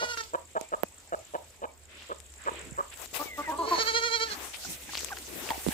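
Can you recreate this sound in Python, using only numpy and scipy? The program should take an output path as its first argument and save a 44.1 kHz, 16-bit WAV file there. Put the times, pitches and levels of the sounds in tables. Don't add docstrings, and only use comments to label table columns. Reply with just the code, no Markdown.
import sys
import numpy as np
from scipy import signal
from scipy.io import wavfile
from scipy.ndimage import uniform_filter1d

SR = 44100
rng = np.random.default_rng(int(sys.argv[2]) if len(sys.argv) > 2 else 0)


def dump(signal):
    limited = np.clip(np.atleast_2d(signal).T, -1, 1)
    pcm = np.round(limited * 32767).astype(np.int16)
    wavfile.write(sys.argv[1], SR, pcm)


def to_linear_factor(level_db):
    exponent = np.asarray(level_db, float) / 20
    return 10 ** exponent


N = 252693
T = np.arange(N) / SR


def rms_one(x):
    return x / np.sqrt(np.mean(x ** 2) + 1e-20)


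def in_time(rows):
    s, *columns = np.transpose(rows)
    return [np.interp(T, s, c) for c in columns]


def at_hz(points, hz):
    return np.interp(np.log(hz), np.log(np.array(points)[:, 0]), np.array(points)[:, 1])


def drift(rate, size=N):
    r = np.exp(-80 * np.pi * rate / SR)
    slow = signal.lfilter([1], [1, -2 * r, r * r], rng.standard_normal(size // 40 + 2002))[2000:]
    return np.interp(np.arange(size) / 40, np.arange(len(slow)), rms_one(slow))


def resonance(x, hz, width_hz):
    r, w = np.exp(-np.pi * width_hz / SR), 2 * np.pi * hz / SR
    return signal.lfilter([0, np.sin(w)], [1, -2 * r * np.cos(w), r * r], x + 1e-18)


def filtered(x, order, hz, kind="high"):
    return signal.sosfilt(signal.butter(order, hz, kind, fs=SR, output="sos"), x)


def add(out, s, sound, pan_db=0., lag=0):
    for ch in range(2):
        i = round(s * SR) + ch * lag
        part = sound[:max(N - i, 0)]
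        out[ch, i:i + len(part)] += part * to_linear_factor(pan_db / 2 * (1.5 - 2 * ch))


def swell(t, s, length, peak=0.34):
    u = np.clip((t - s) / length, 0, 1)
    bend = np.log(.5) / np.log(np.clip(peak, .1, .9))
    return np.sin(np.pi * u ** bend) ** 2


# time in seconds, pitch in Hz, level in dB.
MOTOR_CURVE = [(0.0, 81.2, -59.5), (1.08, 79.6, -65.5), (2.09, 73.5, -60), (2.31, 69, -55.5),
               (2.62, 69.8, -55), (2.71, 64.2, -49.5), (2.81, 68.8, -59), (3.78, 70.8, -54.5),
               (4.24, 67.9, -58.5), (5.14, 67.6, -55.5), (5.23, 67.9, -59), (5.65, 69.3, -56),
               (5.68, 69.0, -42), (5.73, 66.6, -52)]


def motor():
    hz, db = in_time(MOTOR_CURVE)
    phase = 2 * np.pi * np.cumsum(hz) / SR
    shared = [drift(7), drift(7)]
    line = []
    for ch in range(2):
        steady = 2.6 + shared[0] + drift(7)
        wander = shared[1] + 1.3 * drift(7)
        line.append(steady * np.sin(phase) + wander * np.cos(phase))
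    return to_linear_factor(db) * rms_one(np.array(line)) * to_linear_factor([[-1], [1]])


# frequency in Hz, level in dB per half octave.
YARD_AIR = [(30, -63.5), (150, -75.5), (400, -68.5), (1200, -70), (2400, -63), (5000, -65.5), (9000, -59.5),
            (15000, -69)]
# frequency in Hz, likeness from 0 to 1.
LIKENESS = [(30, 1), (200, 0.51), (500, 0.76), (2000, 0.089), (8000, 0), (15000, 0.013)]
# time in seconds, level in dB.
STIR = [(0.0, -57), (0.54, -66.5), (1.29, -62), (1.77, -67.5), (2.94, -61), (3.06, -59), (4.42, -55.5),
        (4.55, -51.5), (5.01, -53.5), (5.34, -50.5), (5.54, -50), (5.73, -44)]
# frequency in Hz, share of the stir's swing.
FOLLOWS = [(100, 0.19), (1000, 0.68), (4000, 0.86), (12000, 1.22)]
# start in seconds, length in seconds, level in dB,
# moment of the peak from 0 to 1.
RUBS = [
    (2.892, 0.18, -59.5, 0.78),
    (3.129, 0.062, -49.5, 0.52),
    (3.184, 0.14, -56.5, 0.14),
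    (3.37, 0.12, -63, 0),
    (3.482, 0.058, -63, 0.34),
    (3.673, 0.11, -64, 0.42),
    (3.79, 0.13, -62.5, 0.6),
    (4.297, 0.21, -60, 0.65),
    (5.313, 0.3, -59.5, 0.43),
]
# frequency in Hz, level in dB per half octave.
RUB_TONE = [(150, -17), (500, 10), (1500, 9.5), (4000, 8), (8000, 14), (14000, 15.5)]
# frequency in Hz, left over right in dB.
RUB_PAN = [(500, 22), (3000, 0), (10000, 57)]
# start in seconds,
# length in seconds, level in dB, centre in Hz, left over right in dB.
SCUFFS = [(3.37, 0.22, -52, 1600, 3), (2.78, 0.1, -52, 1100, -2), (5.5, 0.04, -47, 1500, 1),
          (3.273, 0.36, -56, 406, 6), (4.2, 0.31, -56.5, 327, 0), (3.67, 0.28, -45, 1700, 4),
          (0.17, 0.16, -53, 4370, -2), (0.0, 0.088, -56.5, 174, 5), (0.586, 0.086, -55.5, 4020, 0),
          (0.82, 0.061, -62, 493, 10), (1.876, 0.35, -53, 2780, -0.5), (1.89, 0.22, -63, 503, 1),
          (2.376, 0.45, -50.5, 1980, -2.5), (2.428, 0.4, -53.5, 413, 4), (2.62, 0.24, -61, 152, -18),
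          (2.915, 0.042, -49.5, 2530, -2), (3.47, 0.72, -51.5, 510, 3), (4.25, 0.15, -45, 4230, -1),
          (4.28, 0.25, -52.5, 1080, 16), (4.531, 0.043, -42, 3660, 4), (4.582, 0.18, -43, 6230, -1),
          (4.683, 0.092, -39, 7500, -0.5), (4.647, 0.13, -48.5, 200, 1), (4.82, 0.17, -57.5, 231, 6),
          (4.885, 0.26, -41, 5500, 1.5), (4.956, 0.34, -61.5, 402, 15), (5.262, 0.3, -55, 360, 21),
          (5.485, 0.067, -51, 2500, -15)]


def rustle():
    stir_rest_db, scuff_db_per_octave = -62, 9.5
    t, side = T[::64], np.array([[.5], [-.5]])
    stir_db = in_time(STIR)[0]
    stir = np.clip((stir_db + 85) / 14, 0, 1)
    struck = rng.random((2, 2, N)) < .03
    force = to_linear_factor(7.2 * np.minimum(rng.exponential(1, (2, 2, N)), 4))
    grains = struck * force * rng.choice([-1, 1], (2, 2, N))
    white = rng.standard_normal((2, 2, N)) + 0.31 * stir * rms_one(grains)
    out, edges = np.zeros((2, N)), 30 * 2 ** np.arange(0, 9.6, .5)
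    for k, (low, high) in enumerate(zip(edges, np.minimum(edges[1:], 19000))):
        mid, other = rms_one(filtered(white[k % 2], 2, [low, high], "band"))
        hz = np.sqrt(low * high)
        alike = at_hz(LIKENESS, hz)
        rest_db = at_hz(YARD_AIR, hz) + at_hz(FOLLOWS, hz) * (stir_db[::64] - stir_rest_db)
        power = np.zeros((2, len(t))) + to_linear_factor(2 * rest_db)
        for s, length, db, peak in RUBS:
            rub_db = db + at_hz(RUB_TONE, hz) + (side - .5) * at_hz(RUB_PAN, hz)
            power += to_linear_factor(2 * rub_db) * swell(t, s, length, peak)
        for s, length, db, centre_hz, pan_db in SCUFFS:
            scuff_db = db - scuff_db_per_octave * abs(np.log2(hz / centre_hz)) + side * pan_db
            power += to_linear_factor(2 * scuff_db) * swell(t, s, length)
        gain = np.array([np.interp(T, t, np.sqrt(p)) for p in power]) * to_linear_factor(2.4 * drift(12))
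        both = np.sqrt(1 + alike) * mid + np.sqrt(1 - alike) * other * [[1], [-1]]
        out += gain * both / np.sqrt(2)
    return out


# time in seconds, level in dB.
CRICKET_LEVEL = [(0, -58), (.9, -58), (1.2, -60), (1.8, -63.5), (2.25, -57), (2.6, -52.5), (3.5, -56),
                 (4.3, -59), (5.73, -61)]
# first chirp in seconds, end in seconds, seconds per chirp.
PHRASES = [
    (.044, .99, .0587),
    (1.076, 2.43, .05843),
    (2.479, 3.7, .0578),
    (3.814, 4.52, .058),
    (4.705, 5.7, .0582),
]


def cricket():
    out, u = np.zeros((2, N)), np.linspace(0, 1, round(.012 * SR))
    chirps = np.concatenate([np.arange(*phrase) for phrase in PHRASES])
    for s, chance in zip(chirps, rng.standard_normal((len(chirps), 2, 3 + len(u)))):
        for second, c in enumerate(chance):
            pitch = (8550 - 1850 * u) * (1 + .02 * c[0])
            teeth = 1 + 2.2 * uniform_filter1d(c[3:], size=22)
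            stroke = np.sin(2 * np.pi * np.cumsum(pitch) / SR) * np.sin(np.pi * u) ** 2 * teeth
            add(out, s - .006 + second * .0195, stroke * to_linear_factor(2.2 * c[1]), pan_db=-1 + 1.5 * c[2])
    blur = filtered(rng.standard_normal((2, N)), 2, [6900, 8400], "band")
    return to_linear_factor(in_time(CRICKET_LEVEL)[0]) * (rms_one(out) + to_linear_factor(-2.5) * rms_one(blur))


# time in seconds, peak in dB, ring in Hz, left over right in dB.
SNAPS = [(0.173, -25.5, 1980, 2), (0.175, -25, 5500, 4), (0.2359, -31, 4385, -11), (0.6117, -26, 7700, -22),
         (2.022, -35, 2670, 1), (2.1607, -39, 8350, -4), (2.2022, -35, 8400, 12.5), (2.339, -40, 7360, 12),
         (2.4537, -41, 2130, 10), (2.8599, -55, 7700, 5), (2.915, -49, 2730, 16), (3.144, -40, 3230, 26),
         (3.1644, -36, 3800, 25), (4.5439, -29.5, 2400, 7), (4.9345, -31.5, 1120, 2),
         (4.9363, -31, 3800, 4), (4.9465, -25, 3930, 4), (4.953, -19.5, 4420, 6), (4.973, -21, 4620, 5),
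         (4.9844, -28, 2410, -1), (4.992, -25.5, 7400, 9), (5.008, -21, 7260, 2),
         (5.0464, -22.5, 8600, 14.5), (5.06, -35, 2510, -20), (5.0856, -35.5, 2700, 15),
         (5.092, -32, 2670, 0), (5.1692, -30, 4700, 5), (5.268, -34, 7090, -5), (5.4898, -22, 2560, -5),
         (5.5048, -22.5, 2870, 4), (4.949, -31, 2800, 3), (4.9773, -23, 5000, 3), (5.0052, -34, 8340, 15),
         (5.129, -33, 6500, 3), (5.186, -30, 7500, 5), (5.018, -39, 2500, 0), (5.03, -37, 1500, 2),
         (5.044, -39, 6000, -1), (5.1722, -31, 2800, 7), (4.836, -34.5, 4260, -1), (2.925, -47, 3800, 9),
         (2.933, -46, 2800, 5), (2.974, -38, 7400, 13), (3.059, -38, 6500, 15), (3.13, -47, 496, 18),
         (3.258, -42, 450, 17), (2.517, -37, 427, 14), (2.5455, -37, 600, -2), (5.285, -43, 336, 11)]


def snaps():
    out, t = np.zeros((2, N)), T[:500]
    for (s, db, hz, pan_db), noise in zip(SNAPS, rng.standard_normal((len(SNAPS), 500))):
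        crack = noise * np.exp(-t / .0009)
        ring = resonance(crack, hz, .35 * hz)
        sound = .6 * ring + .22 * signal.lfilter([1, 0, -1], [1, -.6], crack)
        add(out, s, to_linear_factor(db) * sound / abs(sound).max(), pan_db)
    return out


# time in seconds, peak in dB, thud in Hz,
# tick against the peak in dB, left over right in dB.
TAPS = [(0.8341, -11.5, 580, 1.5, -21.5), (0.8388, -26, 890, 0, -5), (0.838, -38, 250, -30, 14),
        (5.032, -31, 500, -8, 6), (5.4898, -26, 517, -11, -3), (5.5054, -21, 680, 1.5, 8),
        (0.612, -22.5, 494, -29, -10), (2.72, -28, 115, -33, -33), (3.78, -24, 770, -21, 17),
        (3.787, -17.5, 606, -32.5, -19), (5.578, -36, 330, -21, -50), (5.665, -12, 420, -32, -14),
        (5.673, -13, 164, -39, -16), (5.6857, -13.5, 237, -5, -19), (5.706, -30, 303, -2, -7)]


def taps():
    thud_cycles = 5
    out, t = np.zeros((2, N)), T[:4000]
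    for (s, db, hz, tick_db, pan_db), noise in zip(TAPS, rng.standard_normal((len(TAPS), 4000))):
        thud = np.sin(2 * np.pi * hz * t + .8 * to_linear_factor(min(tick_db, 0)))
        thud *= to_linear_factor(-60 * t * hz / thud_cycles) * (1 - np.exp(-t / .0001))
        tick = (1 + .5 * noise) * np.exp(-t / .00012)
        add(out, s + 30 / SR, to_linear_factor(db) * (thud + to_linear_factor(tick_db) * tick), pan_db, lag=-30)
    return filtered(out, 3, 185)


def yard_echo(x):
    hold_s, echo_hz = .07, 940
    t = T[:12000]
    fade = 1 / (1 + (t / hold_s) ** 5) + .2 * to_linear_factor(-60 * t / .4)
    echo = rng.standard_normal((2, 12000)) * np.clip((t - .01) / .012, 0, 1) * fade
    dull = resonance(resonance(echo, echo_hz, 600), echo_hz, 900)
    echo = dull * .12 + .5 * np.diff(echo, prepend=0)
    echo /= np.sqrt((echo ** 2).sum(axis=1, keepdims=True))
    return signal.fftconvolve(x, echo, axes=1)[:, :N]


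def voiced_notes(table, partial, bend, floor_db, rough, peak=0.84):
    out = np.zeros((2, N))
    for s, length, start_hz, end_hz, db in table:
        u = np.linspace(0, 1, round(length * SR))
        throat_hz = partial * (start_hz + end_hz) / 2
        hz = start_hz + (end_hz - start_hz) * u ** bend
        hz = hz * (1 + .04 * rough * drift(150, size=len(u)))
        k = np.arange(1, 9)[:, None]
        off = (k * hz - throat_hz) / throat_hz
        floor = to_linear_factor(floor_db) / (1 + (1 + off) ** 5.0) / (1 + (240 / (k * hz)) ** 8)
        gain = floor + 1 / (1 + (off / .12) ** 4)
        phase = k * 2 * np.pi * np.cumsum(hz) / SR + rng.uniform(0, 5.2, (8, 1))
        voice = (gain * np.sin(phase)).sum(axis=0)
        voice = rms_one(voice) * to_linear_factor(8 * rough * drift(120, size=len(u)))
        add(out, s, to_linear_factor(db) * voice * np.sin(np.pi * u ** peak) ** .7, lag=5)
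    return out


# start in seconds, length in seconds, pitch in Hz at the start,
# pitch in Hz at the end, level in dB.
PEEPS = [
    (3.252, .075, 2290, 2070, -46.5),
    (3.295, .088, 2110, 1860, -45.5),
    (3.375, .05, 2040, 2060, -55),
    (3.412, .1, 2150, 1680, -43),
    (3.488, .05, 1660, 1510, -47.5),
    (.62, .075, 2320, 2420, -59),
    (.85, .035, 2500, 2620, -59),
    (1.675, .04, 2330, 2290, -59),
    (4.265, .07, 1810, 1460, -44),
    (5.43, .03, 2830, 2720, -52),
]


def chick():
    return voiced_notes(PEEPS, 1, bend=1.6, floor_db=-40, rough=.3, peak=.9)


# start in seconds, length in seconds, pitch in Hz at the start,
# pitch in Hz at the end, level in dB.
YELPS = [
    (4.635, 0.0064, 796, 746, -49),
    (4.648, 0.0084, 750, 716, -41),
    (4.891, 0.011, 870, 800, -42.5),
    (5.1165, 0.021, 907, 702, -31.5),
    (5.705, 0.014, 900, 750, -40),
    (5.719, 0.012, 1000, 800, -38),
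]
DULL_YELPS = [
    (5.103, 0.019, 1190, 1060, -48),
    (5.42, 0.051, 267, 432, -47),
    (5.503, 0.028, 1030, 805, -37),
    (5.529, 0.045, 810, 746, -45),
]


def yelps():
    bright = voiced_notes(YELPS, 1.85, bend=.6, floor_db=-1, rough=.45, peak=.45)
    return bright + voiced_notes(DULL_YELPS, 1.05, bend=.6, floor_db=-6, rough=.95, peak=.4)


# top of the swell in seconds, pitch in Hz,
# level in dB, dip after it in dB.
SQUAWKS = [
    [(0.0, 473, -33.5, 0.5), (.04, 488, -31.5, 7), (.12, 480.7, -32, 6), (.14, 470, -35, 13),
     (.19, 460, -33, 1), (.212, 453, -32.5, 8.5), (.235, 444, -47, 11)],
    [(3.57, 404.2, -29, 0.5), (3.635, 420, -31.5, 1), (3.695, 449.2, -25.5, 4), (3.742, 440.5, -29, 5),
     (3.812, 454, -25, 11), (3.892, 463.5, -26, 9.5), (3.972, 472.8, -24, 8.5), (4.062, 478.2, -26.5, 8.5),
     (4.152, 470.4, -26, 9.5), (4.236, 459, -26.5, 3.5), (4.272, 457.5, -39, 7), (4.32, 424, -36.5, 11)],
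]
# frequency in Hz, level in dB.
SQUAWK_TRACTS = [
    [(450, -4), (970, -2.5), (1450, 5.5), (1930, -2.5), (2420, -11), (2900, -6), (3400, -10), (3900, -9),
     (4350, -3.5), (4850, -7), (5400, -5), (5800, -10), (6300, -5), (8000, -22.5)],
    [(450, 0), (920, -4), (1380, 0.5), (1840, -2), (2320, -6), (2760, -15.5), (3260, -4.5), (3680, -20),
     (4000, -0.5), (4350, 4.5), (4520, 1), (4800, -15), (4950, -13), (5400, -6), (5900, -14), (6400, -5),
     (7300, -17), (9000, -28)],
]
PITCH_SAG_PER_DB = [.001, .0048]
# frequency in Hz, left over right in dB.
SQUAWK_PAN = [(900, 0.5), (1400, -7.5), (1850, -7), (2400, -8), (4300, -8.5), (6500, 2)]


def squawks():
    shut_db, open_db = -20.5, 2
    out = np.zeros((2, N))
    for rows, tract, sag_share in zip(SQUAWKS, SQUAWK_TRACTS, PITCH_SAG_PER_DB):
        s, hz, db, dip_db = np.transpose(rows)
        t = T[(T >= s[0]) & (T < s[-1] + .05)]
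        size = len(t)
        count = np.interp(t, np.r_[s, s[-1] + .08], np.arange(len(s) + 1))
        throb, dip = count % 1, dip_db[count.astype(int)]
        sag = dip * np.sin(np.pi * throb ** .8) ** 4
        slack = np.minimum(throb / .3, 1 - np.clip((throb - .3) / .7, 0, 1) ** 2.2)
        waver = .003 * drift(70, size=size) + .003 * drift(22, size=size)
        pitch = np.interp(t, s, hz) * (1 - sag_share * dip * slack + waver)
        phase = 2 * np.pi * np.cumsum(pitch) / SR
        air = signal.lfilter([.2], [1, -.95], rng.standard_normal((2, size)))
        breath = (.28 + .075 * sag + np.clip((t - s[-2]) / .06, 0, 1)) * air
        voice = np.zeros((2, size))
        for k in range(1, 20):
            opens_s = np.interp(k, [3, 7, 9], [0.27, 0.25, 0.22])
            bright_db = open_db
            if s[0] > 0:
                bright_db = np.interp(t - s[0], [0, opens_s], [shut_db, open_db])
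            beak_db = bright_db * np.interp(k, [1, 3, 9], [0, 1, .95])
            level_db = at_hz(tract, k * pitch) + beak_db - .25 * sag * (k > 6)
            for ch in range(2):
                shimmer = to_linear_factor(2.4 * drift(30, size=size))
                late = ch * (2 * np.pi * k * 460 * 11 / SR + rng.normal(0, .2))
                gain = to_linear_factor(level_db + (.5 - ch) * at_hz(SQUAWK_PAN, k * 460)) * shimmer
                gain = gain * (1 + breath[ch] * min(k / 11, 1.5) ** 2.2)
                voice[ch] += gain * np.sin(k * phase + .06 * k ** 2 + .2 * drift(10, size=size) - late)
        fade_in = np.clip((t - s[0]) / .02 + (s[0] == 0), 0, 1)
        fade_out = np.clip((t[-1] - t) / .02, 0, 1)
        i = round(t[0] * SR)
        out[:, i:i + size] -= rms_one(voice) * to_linear_factor(np.interp(t, s, db) - sag) * fade_in * fade_out
    return out


# start in seconds, length in seconds,
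# pitch in Hz at the start, pitch in Hz at the end, level in dB.
LOW_NOTES = [
    (3.192, 0.041, 288, 299, -31.5),
    (3.378, 0.045, 289.6, 294, -32),
    (3.513, 0.04, 272, 288, -35),
    (3.55, 0.036, 291, 292, -40),
    (3.622, 0.042, 296.5, 268, -33.5),
]
HIGH_NOTES = [
    (3.475, 0.05, 306.3, 326, -30),
    (3.585, 0.047, 344, 322.7, -25.5),
    (3.672, 0.022, 351, 328, -33.5),
    (3.708, .05, 360, 318, -22.5),
]


def tonal_notes():
    low = voiced_notes(LOW_NOTES, 3.9, bend=1.2, floor_db=-4.5, rough=.24)
    return low + voiced_notes(HIGH_NOTES, 3, bend=1.2, floor_db=-9, rough=.22)


# start in seconds, level in dB, pulses per second, length in seconds, throat in Hz.
CLUCKS = [
    (0.012, -20, 170, 0.032, 635),
    (0.334, -17, 163, 0.024, 593),
    (0.552, -17, 181, 0.027, 650),
    (0.719, -18, 173, 0.028, 610),
    (1.122, -19, 177, 0.026, 648),
    (1.337, -20, 152, 0.025, 633),
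    (1.618, -24, 190, 0.0356, 605),
    (2.094, -24.5, 159, 0.035, 530),
    (2.461, -18, 176, 0.032, 557),
    (2.777, -17.5, 169, 0.031, 567),
]
# frequency in Hz, width in Hz, level in dB.
CLUCK_THROAT = [(890, 173, -1.5), (1196, 240, 1.5), (1664, 280, -1.5), (2400, 480, -26), (3040, 240, -30),
                (3800, 400, -30)]
# level in dB of the first,
# the second, the third and the higher resonances.
BEAK = [(-2.5, -9.5, -16, 5), (-8, -8, -13, 0.5), (-4.5, -7.5, -13, -4), (-14.5, -5.5, -14.5, -2),
        (-18, -12.5, -16.5, -3.5), (-7.5, -19, -20.5, -1.5), (-10, -13, -19, 1.5), (-13, -6, -16, 4),
        (-4, -0.5, -9, 4), (-9, 2.5, -10, 0.5)]


def clucks():
    out = np.zeros((2, N))
    chances = rng.standard_normal((len(CLUCKS), 2, 4000))
    for (s, db, rate, length, hz), beak_db, chance in zip(CLUCKS, BEAK, chances):
        gaps = (1.05 - .06 * np.arange(11) + .05 * chance[0, 1:12]) / rate
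        at = np.cumsum(np.r_[0, gaps])
        at = at[at < length]
        force = np.sin(np.pi * (.19 + .66 * (at / length) ** 1.4))
        slaps = np.zeros(4000)
        slaps[(at * SR).astype(int)] = force * to_linear_factor(1.2 * chance[0, 20:20 + len(at)])
        puffs = signal.lfilter([1], [1, -.985], slaps) * chance[1] * 0.31
        voice = resonance(resonance(slaps, hz, 250), hz, 250) * .045
        driven = (slaps + puffs) * np.clip(0.6 + T[:4000] / length, 0, 1)
        for k, (f, w, g) in enumerate(CLUCK_THROAT):
            f = f * (1 + .025 * chance[0, 40 + k])
            gain = (-1) ** k * to_linear_factor(g + beak_db[min(k, 3)])
            voice += gain * resonance(resonance(driven, f, w), f, w) * 2 * np.pi * w / SR
        voice = filtered(voice, 2, 280)
        loudness = np.sqrt(np.sum(voice ** 2) / (length * SR))
        add(out, s, to_linear_factor(db) * voice / (2.93 * loudness), pan_db=-2.0, lag=17)
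    return out


def scene():
    near, yelping, far, hen = tonal_notes(), yelps(), squawks(), clucks()
    to_walls = to_linear_factor(-26.5) * hen + to_linear_factor(-22) * near + to_linear_factor(-24) * yelping + to_linear_factor(-27) * far
    birds = hen + near + yelping + chick() + far + yard_echo(to_walls)
    return birds + cricket() + snaps() + taps() + rustle() + motor()


def low_pass(x):
    return signal.sosfilt(signal.butter(12, 17020, fs=SR, output="sos"), x)


def record(dry):
    dip_hz, dip_width_hz, dip_share = 9800, 1780, 0.63
    dip = signal.lfilter(*signal.iirpeak(dip_hz, dip_hz / dip_width_hz, fs=SR), dry)
    mic = filtered(dry - dip_share * dip, 3, 53)
    cut = signal.sosfilt(signal.cheby2(14, 70, 16300, fs=SR, output="sos"), mic)
    return low_pass(cut)


dry = scene()
out = record(dry)
dump(out)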